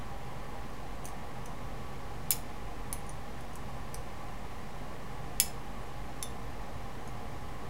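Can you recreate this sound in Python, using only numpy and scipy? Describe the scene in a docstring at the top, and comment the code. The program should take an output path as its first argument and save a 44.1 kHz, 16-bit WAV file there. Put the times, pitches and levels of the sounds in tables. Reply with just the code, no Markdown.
"""Fine steel tweezers pick at the contact springs of a small switch on a circuit board, close up.
Twice a spring slips off the tips and snaps; in between, the tips tick against the metal.
Every click is a brief crack of contact plus a ring; a faint, thin high note lingers after both snaps.
A small workroom answers each click, over the steady hum and rush of an equipment fan."""
import sys
import numpy as np
from scipy import signal
from scipy.fft import rfft, irfft
from scipy.io import wavfile

SR = 44100
rng = np.random.default_rng(int(sys.argv[2]) if len(sys.argv) > 2 else 0)


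def dump_mix(stems):
    """Bounce the given channels to the path in sys.argv[1] as a 16-bit WAV at rate SR."""
    frames = np.atleast_2d(stems).T  # one column per channel
    limited = np.clip(frames, -1, 1)  # hard clip at full scale
    pcm = np.round(limited * 32767).astype(np.int16)
    wavfile.write(sys.argv[1], SR, pcm)


N = 339248


def tweezers():
    """The dry close-up: metal under tension slips free or lands, and the tips tick against it."""
    # The snaps. Each row: start in seconds, level in dB, part that rings,
    # pitch in Hz favoured by the point of contact, boost or cut at that pitch in dB.
    snaps = [(2.3064, -15.5, "short spring", 11000, 2.5), (2.3177, -24.5, "seat", 10500, -8),
             (5.4, -13.5, "long spring", 15100, 5), (6.2264, -30, "arms", 10400, 0.5)]
    # The ticks. Each row: start in seconds, level in dB, part that rings, pitch in Hz favoured by the
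    touches = [ (1.0542, -37, "tips", 15500, 6060, 0.0095, 3), (1.4578, -46, "tips", 11300, 6100, None, 0),
               (2.9277, -26.5, "tips", 9650, 14500, None, 0), (3.093, -41, "one tip", 10500, 5800, .027, 1),
               (3.4079, -51.5, "tips", 11000, 11000, .0175, 0),
               (3.5555, -44.5, "tips", 14000, 7700, .022, 0), (3.9438, -35.5, "tips", 11300, 4960, None, 0),
               (5.8300, -58, "tips", 10700, 10700, None, 0), (7.0754, -51, "seat", 6600, 6550, None, 1), ]
    mix = np.zeros(N)
    for start_s, *blow in snaps:
        add(mix, start_s, click(*blow))
    for row in touches:
        for start_s, sound in touch(*row):
            add(mix, start_s, sound)
    return mix


def touch(start_s, db, part, first_hz, second_hz, graze_s, bounce_count):
    """One tick as (start, sound) blows: tip after tip lands; some ticks graze first or bounce after."""
    second_tip_s, second_tip_db = 0.001, -6.5
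    graze_db, bounce_db, bounce_s = -10, -10.5, 0.011
    blows = [(start_s, click(db, part, first_hz, spot_db=5)),
             (start_s + second_tip_s, click(db + second_tip_db, part, second_hz, spot_db=17.5))]
    if graze_s:  # one tip brushes the metal before both catch
        blows.append((start_s - graze_s, click(db + graze_db, "one tip", spot_hz=9300, spot_db=-3)))
    for k in range(1, bounce_count + 1):  # the springy arms bring the tips back at an even pace
        blows.append((start_s + bounce_s * k, click(db + bounce_db, part, first_hz, spot_db=0)))
    return blows


def click(db, part, spot_hz, spot_db, rise_s=0.00033, spot_octaves=0.26, crack_t60=0.008):
    """Metal slips off or strikes metal: a brief crack and a ring, with the attack set to db."""
    # The tones heard when each part sounds. Each row: pitch in Hz, level in dB, seconds to fade by 60 dB.
    # The two rows near 15.6 kHz are a faint, thin high ring that lingers after each snap;
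    # the rest are modes of the springs, their seat and the tweezers' tips and arms.
    tones = { "long spring": [(1980, -21, 0.047), (2240, -15.5, 0.036), (2650, -18, 0.068),
             (2980, -15.5, 0.019), (3380, -14.5, 0.034), (3680, -32, 0.062), (4600, -23, .05),
             (5140, -18.5, 0.098), (5217, -14.5, 0.1), (5260, -14, 0.035), (6100, -15, .016),
             (7000, -11, 0.025), (8250, -18, 0.051), (9500, -22, 0.013), (9830, 4, 0.01),
             (9950, -19, 0.047), (10240, -2.5, 0.025), (10550, -6, 0.0056), (12500, -3.5, .016),
             (13400, -11, 0.015), (14900, -21, .015), (15620, -20, 0.11)],
             "short spring": [(2160, -18, 0.025), (2750, -16.5, 0.018), (3460, -13, .025),
             (4020, -11, .025), (5200, -15, .06), (7180, -3, 0.025), (9770, 4, 0.01), (9750, -21, 0.087),
             (11300, -1, .008), (12570, 5.5, 0.011), (14100, -1, 0.0089), (15500, 2, 0.016),
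             (15650, -18, .08)], "seat": [(2230, -16, 0.017), (3480, -16, 0.023), (5050, -8, 0.091),
             (5280, -8, 0.037), (6610, -5, 0.033), (8550, -20, .015), (10550, 1, .025), (10300, -4, .03),
             (10900, 1, 0.0086)], "tips": [(2220, -11, 0.013), (4370, -17, 0.008), (5250, -15, .015),
             (6040, -3, 0.014), (6730, -9, 0.015), (8320, -2.5, 0.014), (8760, -2, 0.005),
             (10340, -4, 0.011), (10900, -6, 0.017), (10980, 1, 0.0077), (13300, -6, 0.006),
             (14450, 0.5, 0.0058)], "one tip": [(6200, -10, 0.014), (6700, -10, .014), (9200, 3, 0.006),
             (9570, 4, 0.0099), (10800, -17, 0.014), (14400, -18, .01)], "arms": [(2180, -15, .025),
             (3560, -9, 0.12), (4400, -13, 0.018), (5320, -8, 0.036), (6060, -1, 0.011), (6700, -9, .02),
             (7400, -9, .04), (10180, -3, .03), (10500, -1.5, 0.028), (13700, -6, .018)], }
    # The tone of the contact itself. 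Each row: frequency in Hz, gain in dB.
    crack_tone = [(600, -45), (1300, -16.5), (2200, -0.5), (5000, 0.5), (10000, 3.5), (16000, -8.5)]
    # The balance of crack against ring: a level in dB for each part.
    crack_db = {"long spring": 8, "short spring": 6.5, "seat": 11.5, "tips": 6.5, "one tip": -8, "arms": 7}
    t = np.arange(SR // 4) / SR
    ring = sum(from_db(level - 60 * t / t60) * np.sin(2 * np.pi * (hz * t + rng.random()))
               for hz, level, t60 in tones[part])
    burst = rng.standard_normal(len(t)) * from_db(crack_db[part] - 60 * t / crack_t60)
    crack = colour(evened(burst), lambda hz: curve_at(crack_tone, hz))
    onset = 1 - np.exp(-(t / rise_s) ** 2)
    # the spot where the tips touch decides which modes take most of the blow
    sound = colour((ring + crack) * onset,
                   lambda hz: spot_db * np.exp(-(np.log2((hz + 1) / spot_hz) / spot_octaves) ** 2))
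    attack = sound[:SR // 800]
    return from_db(db) * sound / np.sqrt(np.mean(attack ** 2))


def evened(burst, dip_floor=0.1):
    """Smooths out the chance peaks and dips in the spectrum of a short burst."""
    power = abs(np.fft.fft(burst, 2 * len(burst))) ** 2
    return colour(burst, lambda hz: -10 * np.log10(power / power.mean() + dip_floor))


def colour(sound, db_at):
    """Minimum-phase EQ with the gain db_at(Hz), so attacks stay sharp."""
    size = 2 * len(sound)
    hz = abs(np.fft.fftfreq(size, 1 / SR))
    log_gain = np.log(from_db(db_at(hz)))
    response = np.exp(np.conj(signal.hilbert(log_gain)))
    return np.fft.ifft(np.fft.fft(sound, size) * response).real[:len(sound)]


def room(clicks, bench_db=-9, bench_t60=0.032, bench_s=0.00397, tail_db=-8, tail_s=0.0035):
    """Quick scatter from the bench top, then a short tail whose highest treble dies first."""
    # The workroom's decay. 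Each row: frequency in Hz, seconds to fade by 60 dB.
    room_t60 = [(1000, 0.23), (4000, 0.3), (8000, 0.25), (16000, 0.18)]
    echoes_per_s = 4000
    t = np.arange(SR // 2) / SR
    polarity = rng.choice([-1., 1.], (2, len(t)))
    near, far = polarity * (rng.random((2, len(t))) < echoes_per_s / SR)
    bench = near * (t > bench_s) * from_db(-60 * t / bench_t60)
    hz, age, bands = signal.stft(far * (t > tail_s), SR, nperseg=256)
    fade = from_db(-60 * age / curve_at(room_t60, hz)[:, None])
    tail = signal.istft(bands * fade, SR)[1][:len(t)]
    bench *= from_db(bench_db) / np.linalg.norm(bench)
    tail *= from_db(tail_db) / np.linalg.norm(tail)
    return signal.fftconvolve(clicks, bench + tail)[:N]


def fan():
    """The background bed: steady turbulence, humming in narrow resonances above a dull rush."""
    # The rush of air, with microphone hiss. Each row: frequency in Hz, noise density in dB per Hz.
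    rush = [(10, -96), (28, -102), (38, -86), (56, -78), (90, -74), (230, -73.5), (340, -79), (600, -79.5),
            (900, -86.5), (1200, -82.5), (1450, -88), (1950, -86), (2700, -92.5), (4200, -97),
            (8000, -102.5), (16000, -109.5)]
    # Resonances of the fan's housing and the room.
    # Each row: centre in Hz, width in Hz, noise density at the peak in dB per Hz.
    hum = [(44.3, 12.7, -59.5), (69, 12, -65.5), (122.4, 15.4, -65), (145.8, 4.9, -66), (206.2, 4.5, -70),
           (255, 26, -78.5), (404, 30, -80.5), (472.3, 25.5, -74.5), (546, 14.6, -75), (624, 5.4, -74),
           (720, 15, -71), (767.5, 14, -76.5), (801, 25, -71), (843.6, 41, -74), (961, 16.4, -75.5),
           (1033, 49, -75.5), (1111, 15.6, -77.5), (1136.5, 26, -75), (1210, 41, -93), (1772, 34, -84),
           (2110, 14, -85), (2360, 17, -86.5), (2870, 15, -86), (3090, 23, -90)]
    hz = np.fft.rfftfreq(N, 1 / SR)
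    power = from_db(curve_at(rush, hz)) ** 2
    for centre, width, db in hum:
        resonance = from_db(db) / (1 + ((hz - centre) / (0.66 * width)) ** 2)
        power += resonance ** 2
    return irfft(rfft(rng.standard_normal(N)) * np.sqrt(power * SR / 2), N)


def from_db(db):
    """Turns decibels into a gain."""
    return 10 ** (np.asarray(db) / 20)


def curve_at(points, hz):
    """The value at hz of points joined by straight lines on a log-frequency axis."""
    point_hz, values = np.transpose(points)
    return np.interp(np.log(hz + 1), np.log(point_hz + 1), values)


def add(mix, start_s, sound):
    """Lays a sound into the mix at its start time."""
    span = mix[round(start_s * SR):][:len(sound)]
    span += sound[:len(span)]


def scene():
    """Clicks, their echoes and the fan at one microphone."""
    clicks = tweezers()
    return (clicks + room(clicks) + fan())[None]


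def record(dry):
    """The converter trims the very top of the treble and adds a small steady offset."""
    edge_hz, offset = 15900, 0.0142
    low_pass = signal.firwin(401, edge_hz, window=("kaiser", 8), fs=SR)
    return signal.oaconvolve(dry, low_pass[None], "same") + offset


dry = scene()
out = record(dry)
dump_mix(out)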